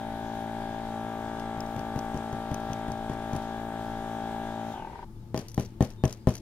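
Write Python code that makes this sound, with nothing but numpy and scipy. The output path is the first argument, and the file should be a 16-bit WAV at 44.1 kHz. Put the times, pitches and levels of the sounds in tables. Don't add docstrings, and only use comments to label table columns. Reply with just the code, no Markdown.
import sys
import numpy as np
from scipy import signal
from scipy.fft import rfft, irfft, next_fast_len
from scipy.io import wavfile

SR = 44100
rng = np.random.default_rng(int(sys.argv[2]) if len(sys.argv) > 2 else 0)


def dump(signal):
    limited = np.clip(np.atleast_2d(signal).T, -1, 1)
    pcm = np.round(limited * 32767).astype(np.int16)
    wavfile.write(sys.argv[1], SR, pcm)


def volts_from_db(level):
    exponent = np.asarray(level, float) / 20
    return 10 ** exponent


N = 282681
CUT_S = 5.047
OFF_S = 4.71


# (time [s], rate [strokes/s])
PUMP_SPEED = [(0, 56.1), (.9, 56.15), (1.4, 56.09), (3.2, 56.06), (3.8, 56.11), (6.5, 56.1)]


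def pump():
    coast_s = np.maximum(np.arange(N) / SR - OFF_S, 0)
    slowed = np.exp(-np.maximum(coast_s - .022, 0) / .42)
    pressure_loss_db = 14 * (1 - np.exp(-coast_s / .065))
    turn_rad = 2 * np.pi * np.cumsum(in_time(PUMP_SPEED)[0] * slowed + .06 * drift(6)) / SR
    stroke_db = -38 - pressure_loss_db - 20 * coast_s
    valve_db = -57.5 - 4 * coast_s
    tone = stroke_tone(turn_rad, coast_s, pressure_loss_db)
    return volts_from_db(stroke_db) * tone + volts_from_db(valve_db) * valve_hiss(turn_rad, slowed)


# (time [s], level [dB])
HAND_SHADE = [(0, -5.5), (.75, -5), (.95, 2), (2.2, 2.5), (3.65, 0), (4.2, 0), (4.71, -2.5)]


def stroke_tone(turn_rad, coast_s, pressure_loss_db):
    shade_db = in_time(HAND_SHADE)[0] + pressure_loss_db
    whine_db = 1 + 1.7 * pressure_loss_db - 400 * coast_s ** 2
    orders, levels_db = stroke_orders()
    valve_order, flank_lead_turns, thump_lead_turns = 13.8, .25, .3
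    lead_turns = np.clip(.1 * (np.abs(orders - .5 - valve_order) - 1), 0, flank_lead_turns)
    lead_turns = np.where(orders < 6, thump_lead_turns, lead_turns * ((orders > 7) & (orders != 9)))
    phases = 2 * np.pi * np.cumsum(lead_turns)
    phases += 2 * np.pi * rng.random(len(orders)) * np.clip((orders - 19) / 12, 0, 1)
    shaded = (orders == 8) | (orders > 19) & (orders < 25)
    groups = shaded + 2 * (orders > 45)

    on = int((CUT_S + .01) * SR)
    group_gain = [np.ones(on), volts_from_db(shade_db[:on]), volts_from_db(whine_db[:on])]
    waver = [drift(4)[:on] for _ in range(11)]
    step, wave, tone = np.exp(1j * turn_rad[:on]), np.ones(on), np.zeros((2, N))
    for order, db, phase, group in zip(orders, levels_db, phases, groups):
        wave = wave * step
        waver_depth = min(.04 + .005 * order, .3)
        gain = volts_from_db(db) * group_gain[group] * (1 + waver_depth * waver[int(order) % 11])
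        skew_rad, pan_db = min(order, 30) ** 2 * rng.standard_normal(2) * [.00035, .0022]
        side_phase = phase + np.array([[skew_rad], [-skew_rad]])
        sides = volts_from_db(pan_db * np.array([[1], [-1]])) * np.exp(1j * side_phase)
        sides *= 2 / np.abs(sides.sum())
        tone[:, :on] += sides.real * (gain * wave.real) - sides.imag * (gain * wave.imag)
    return tone


# (order [x stroke rate], level [dB])
LOW_ORDERS = [(1, -16), (2, -7), (3, -10), (4, -1), (5, -6), (6, -11), (7, -10), (8, -14), (9, -30),
              (10, -12), (11, -6), (12, -8), (13, -17), (14, 0), (15, -7), (16, -9), (17, -14), (18, -21),
              (19, -25), (20, -19), (21, -16), (22, -34), (23, -24), (24, -17), (25, -24), (26, -24),
              (27, -18), (28, -29), (29, -13.5), (30, -21)]


def stroke_orders():
    k = np.arange(31, 73)
    armature_db = 6.5 * ((k % 3 == 2) & (k < 45))
    db = np.maximum(-27.5 - 3 * (k - k[0]), -38.5) + armature_db
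    db = db + 5 * np.exp(-((k - 57) / 4.5) ** 2)
    sideband = (k - 62) / 4
    db = np.where(sideband % 1 == 0, np.maximum(db, -27.5 - 3 * np.abs(sideband)), db)
    return np.transpose(list(LOW_ORDERS) + list(zip(k, db)))


# (frequency [Hz], density [dB/Hz])
VALVE_AIR = [(90, -4), (150, -6.5), (400, 0.5), (520, -12), (850, 4.5), (1100, -11.5), (1700, -3.5),
             (2600, -13.5), (3500, -11.5), (4300, -16.5), (7000, -19), (14000, -26.5), (15500, -38)]


def valve_hiss(turn_rad, slowed):
    hiss = banded_noise(VALVE_AIR, patchy_db=1.5) * volts_from_db(0.45 * np.cos(turn_rad - 1.1))
    hiss /= np.std(filtered(hiss[0], 2, [2500, 9000], "band"))
    top = filtered(hiss, 1, 3500, "high")
    return hiss - (1 - slowed ** 7) * top


# (time [s], peak [dB])
LAST_STROKES = [(4.74, -31), (4.76, -33), (4.779, -34), (4.799, -31), (4.824, -31), (4.849, -32),
                (4.873, -32), (4.899, -36), (4.932, -36), (4.957, -34), (4.992, -34), (5.029, -34)]
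# (frequency [Hz], level [dB], t60 [s])
HOUSING_MODES = [(230, -9, .06), (370, -10, .06), (610, -14, .04), (785, -4, .07), (875, -3, .07),
                 (940, 0, .07), (1180, -17, .04), (1540, -12.5, .04), (2190, -24, .03)]


def knocks():
    s, db = np.transpose(LAST_STROKES)
    t, out = np.arange(int(0.0042 * SR)) / SR, np.zeros(N)
    spread_db = rng.normal(0, 1, (len(s), len(HOUSING_MODES)))
    for k, (hz, level_db, t60) in enumerate(HOUSING_MODES):
        lean_db = (hz == 940) * np.interp(s, [4.74, 4.96], [-11, 0])
        lean_db = lean_db + (hz == 875) * np.interp(s, [4.86, 4.96], [0, -15])
        puff = (-1) ** k * np.hanning(len(t)) * np.sin(2 * np.pi * hz * t)
        gains = volts_from_db(db + level_db + lean_db + spread_db[:, k] + 1)
        out += ring(contacts(s - .004, gains, puff), hz, t60)
    return out


# (time [s], fingers [dB], palm [dB], clink delay [s], clink [dB])
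HAND_TAPS = [(1.365, -36, -60, 0.032, -43), (1.574, -29.5, -60, .031, -37.5),
             (1.763, -24.5, -31, 0.03, -43.5), (1.959, -23, -42, .031, -41),
             (2.143, -23, -28.5, .0305, -44), (2.327, -24, -33, .031, -60), (2.514, -21.5, -37, 0.029, -39),
             (2.698, -27, -31, .034, -40.5), (2.881, -25.5, -31, .037, -42.5),
             (3.096, -22.5, -33, 0.038, -55), (3.332, -22.5, -25, 0.031, -41)]
# (time [s], level [dB], whole-tube bulge [dB])
FIST_SLAPS = [
    (5.3429, -14.5, -8),
    (5.3508, -35, -19),
    (5.3741, -20, -7),
    (5.5766, -11.5, -2),
    (5.8055, -8, 1),
    (6.0362, -9, 0),
    (6.2701, -8.5, 2),
]


def touches():
    s, finger_db, palm_db = np.transpose(HAND_TAPS)[:3]
    fingers = zip(s, finger_db, 0 * s + 1.5)
    palms = zip(s + .0195, palm_db, 0 * s + 6)
    return np.transpose([*fingers, *palms, *FIST_SLAPS])


# (frequency [Hz], level [dB], t60 [s])
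TUBE_MODES = [(79.4, 2, 0.075), (125.2, 1, 0.11), (197, -10.5, 0.16), (239.3, -5, 0.11), (290, 0, 0.06),
              (367.6, -18.5, 0.27), (392.7, -8.5, 0.11), (496.6, -3.5, 0.033), (618, -9, 0.099),
              (664, -33, 0.082), (764, -12, 0.059), (817, -18.5, 0.071), (808, -14.5, 0.053),
              (1040, -11, 0.047), (1280, -36, 0.02), (1840, -7, 0.025), (2150, -35, .04)]
# (delay [s], level [dB], signed gain [1])
END_ECHOES = [(0.01, -5.5, 0.044), (0.0181, -12, -1.2)]


def blows():
    s, db, bulge_db = touches()
    s = s + 0.00162
    hz, level_db, t60 = np.transpose(TUBE_MODES)[:, :, None]
    chance = rng.standard_normal((len(s), 2, len(TUBE_MODES), 1))
    t, body = np.arange(int(.3 * SR)) / SR, np.zeros(N + SR)
    bulge = hz < 150
    for at, blow_db, low_db, (spread, detune) in zip(s, db, bulge_db, chance):
        mode_db = blow_db + level_db + low_db * bulge + 2 * spread - 9.5
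        gain = (2 * bulge - 1) * volts_from_db(mode_db - 60 * t / t60)
        modes = gain * np.sin(2 * np.pi * hz * (1 + 0.027 * detune) * t)
        i = int(at * SR)
        body[i:i + len(t)] += np.sum(modes, axis=0)
    touch = np.hanning(int(0.00072 * SR))
    direct = np.convolve(body, touch / touch.sum())[:N]
    body = direct.copy()
    for delay_s, echo_db, sign in END_ECHOES:
        lag = int(delay_s * SR)
        body[lag:] += sign * volts_from_db(echo_db) * direct[:-lag]

    crack = contacts(s, volts_from_db(db + 21), fading(0.0094)) * rng.standard_normal((2, N))
    grain_gain = volts_from_db(2.5 * np.minimum(rng.exponential(1, N), 4))
    grains = (rng.random(N) < 9000 / SR) * grain_gain * rng.standard_normal((2, N))
    rustle = contacts(s, volts_from_db(db + 43), fading(0.37)) * volts_from_db(1.7 * drift(58)) * grains
    shudder = contacts(s, volts_from_db(db + 58.5), fading(0.24)) * rng.standard_normal(N)
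    body += filtered(shudder + 1e-18, 2, [170, 600], "band")
    return body + filtered(crack + rustle + 1e-18, 1, [1000, 3500], "band")


# (time [s], peak [dB])
FIST_CLINKS = [(5.3617, -44), (5.376, -33.5), (5.39, -46), (5.4143, -57), (5.4839, -42), (5.4974, -56),
               (5.5165, -54), (5.544, -43), (5.5968, -39), (5.6081, -40.5), (5.621, -49), (5.6492, -47),
               (5.8243, -37), (5.848, -45), (5.8721, -53), (5.9034, -48), (6.053, -34), (6.078, -46),
               (6.107, -48), (6.1266, -39), (6.286, -40), (6.2918, -39), (6.304, -45), (6.339, -45),
               (6.353, -37), (6.367, -49)]


def clink_rows():
    tap_s, _, _, lag_s, clink_db = np.transpose(HAND_TAPS)
    touch_s, touch_db = touches()[:2, :-len(FIST_SLAPS)]
    s = np.r_[tap_s + lag_s, tap_s + lag_s + .059, touch_s]
    db = np.r_[clink_db, clink_db - 14.5, touch_db - 27]
    is_tick = np.arange(len(s)) >= 2 * len(lag_s)
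    taps = [s, db, 2 + 9 * is_tick, -16 + 6 * (s - tap_s[0])]

    fist_s = np.array([at for at, level_db, _ in FIST_SLAPS if level_db > -20])
    s, db = np.transpose(FIST_CLINKS)
    wait_s, spread = .06 * rng.random((len(s), 4)), rng.standard_normal((len(s), 4))
    chatter_db = db[:, None] - 12 - 102 * wait_s + 2 * spread
    s = np.r_[s, (s[:, None] + wait_s).ravel()]
    db = np.r_[db, chatter_db.ravel()]
    age_s = s - fist_s[np.searchsorted(fist_s, s) - 1]
    thin_db = 6 * (np.arange(len(s)) >= len(FIST_CLINKS))
    fist = [s, db, 5.5 - 150 * age_s - thin_db, -12 + 50 * age_s - thin_db]
    rows = np.c_[taps, fist]
    return rows[:, rows[0] < N / SR - .001]


# (frequency [Hz], level [dB], t60 [s])
FITTING_MODES = [(1860, -28, 0.013), (2810, -20, 0.015), (3300, 3, 0.0059), (4800, -4, 0.008),
                 (5370, 5.5, 0.0072), (6010, 10, 0.0093), (6900, 1.5, 0.0062), (8840, 15, 0.0041),
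                 (10700, 8.5, 0.013), (11240, 7.5, 0.0077), (13500, -41, 0.0049)]


def clinks():
    s, db, low_db, upper_db = clink_rows()
    spread_db = rng.normal(0, 2.7, (len(s), len(FITTING_MODES)))
    rough, out = rng.standard_normal((2, N)), np.zeros((2, N))
    rough[1] = .75 * rough[0] + .6 * rough[1]
    for k, (hz, level_db, t60) in enumerate(FITTING_MODES):
        colour_db = low_db * (hz < 3800) + upper_db * (hz > 8100)
        gains = volts_from_db(db + level_db + colour_db + spread_db[:, k] + 18)
        out += ring(contacts(s, gains, fading(0.016)) * rough, hz, t60)
    snap = contacts(s, volts_from_db(db), fading(0.014)) * rough
    out += filtered(snap + 1e-18, 2, [3000, 13000], "band")
    return out * volts_from_db([[.7], [-.7]])


# (frequency [Hz], level [dB], width [Hz])
MOTOR_LINES = [
    (113, -48, 12),
    (188, -59, 16),
    (222, -56, 14),
    (340, -60.5, 25),
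    (873, -71, 14),
]


def drone():
    t, out = np.arange(N) / SR, 0
    for hz, db, width_hz in MOTOR_LINES:
        gain = volts_from_db(db + 2.3 + 3.5 * drift(width_hz))
        out = out + gain * np.sin(2 * np.pi * hz * t + .9 * drift(width_hz))
    return out


# (start [s], length [s], from [Hz], to [Hz], level [dB])
BIRD_NOTES = [
    (5.15, .04, 3700, 3350, -71),
    (5.2, .05, 3950, 3700, -74),
    (5.52, .05, 3550, 3250, -70),
    (5.94, .15, 3720, 3560, -62),
    (6.15, .14, 4750, 5000, -70),
]


def bird():
    out = np.zeros(N)
    for start_s, length_s, from_hz, to_hz, db in BIRD_NOTES:
        n, i = int(length_s * SR), int(start_s * SR)
        glide_rad = 2 * np.pi * np.cumsum(np.linspace(from_hz, to_hz, n)) / SR
        out[i:i + n] += volts_from_db(db) * np.hanning(n) * np.sin(glide_rad)
    return out * volts_from_db(1.6 * drift(50))


# (frequency [Hz], density [dB/Hz])
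OPEN_AIR = [(15, -7), (25, -2), (31, -16), (60, -12.5), (120, -18.5), (250, -26), (400, -27), (540, -36.5),
            (900, -36.5), (2000, -49), (4000, -49.5), (8000, -54.5), (13000, -53), (16000, -66)]


def air():
    return volts_from_db(-48.5) * rms_one(banded_noise(OPEN_AIR, patchy_db=1.0))


# (frequency [Hz], correlation [1])
SIDE_LIKENESS = [(30, 0.98), (200, 1), (1000, 0.14), (3000, 0.15), (12000, 0.028)]


def banded_noise(spectrum, patchy_db):
    out, edges = 0, 16000 / 2 ** np.arange(0, 9.7, .4)[::-1]
    edges = edges[edges > spectrum[0][0]]
    white = rng.standard_normal((2, 2, N))
    for k, (low, high) in enumerate(zip(edges, edges[1:])):
        mid, side = filtered(white[k % 2], 2, [low, high], "band")
        hz = np.sqrt(low * high)
        alike = np.clip(at_hz(SIDE_LIKENESS, hz), 0, 1)
        gain = volts_from_db(at_hz(spectrum, hz) + patchy_db * drift(3.8))
        out = out + gain * (np.sqrt(1 + alike) * mid + np.sqrt(1 - alike) * side * [[1], [-1]])
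    return out


def filtered(x, order, hz, kind):
    return signal.sosfilt(signal.butter(order, hz, kind, fs=SR, output="sos"), x)


def rms_one(x):
    return x / np.sqrt(np.mean(x ** 2) + 1e-20)


def at_hz(points, hz):
    points_hz, values = np.transpose(points)
    return np.interp(np.log(hz), np.log(points_hz), values)


def in_time(rows):
    s, *columns = np.transpose(rows)
    return [np.interp(np.arange(N) / SR, s, c) for c in columns]


def drift(rate_hz):
    r = np.exp(-80 * np.pi * rate_hz / SR)
    slow = signal.lfilter([1], [1, -2 * r, r * r], rng.standard_normal(N // 40 + 2002))[2000:]
    return np.interp(np.arange(N) / 40, np.arange(len(slow)), rms_one(slow))


def ring(force, hz, t60):
    r, w = volts_from_db(-60 / (t60 * SR)), 2 * np.pi * hz / SR
    return signal.lfilter([0, np.sin(w)], [1, -2 * r * np.cos(w), r * r], force + 1e-18)


def contacts(times_s, gains, shape):
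    force = np.zeros(N + len(shape))
    for s, gain in zip(times_s, gains):
        i = int(s * SR)
        force[i:i + len(shape)] += gain * shape
    return force[:N] / np.sum(np.abs(shape))


def fading(t60):
    return volts_from_db(-60 * np.arange(int(t60 * SR)) / (t60 * SR))


def scene():
    lean_db, lead_samples = 4.0, 2.8
    before = np.clip((CUT_S - np.arange(N) / SR) / .002, 0, 1)
    motors = before * (pump() + knocks()) + (1 - before) * drone()
    left, right = motors + blows() + clinks() + bird() + air()
    size = 2 * next_fast_len(N // 2 + 9)
    shift = np.exp(-2j * np.pi * np.arange(size // 2 + 1) * lead_samples / size)
    late = irfft(rfft(right, size) * shift, size)[:N]
    return np.array([left * volts_from_db(lean_db / 2), late * volts_from_db(-lean_db / 2)])


def roll_off(x):
    return signal.sosfilt(signal.butter(12, 16460, fs=SR, output="sos"), x)


def record(dry):
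    rounded = .8 * np.tanh(dry / .8)
    mix = signal.sosfilt(signal.cheby2(12, 50, 16400, fs=SR, output="sos"), rounded)
    return roll_off(mix)


dry = scene()
out = record(dry)
dump(out)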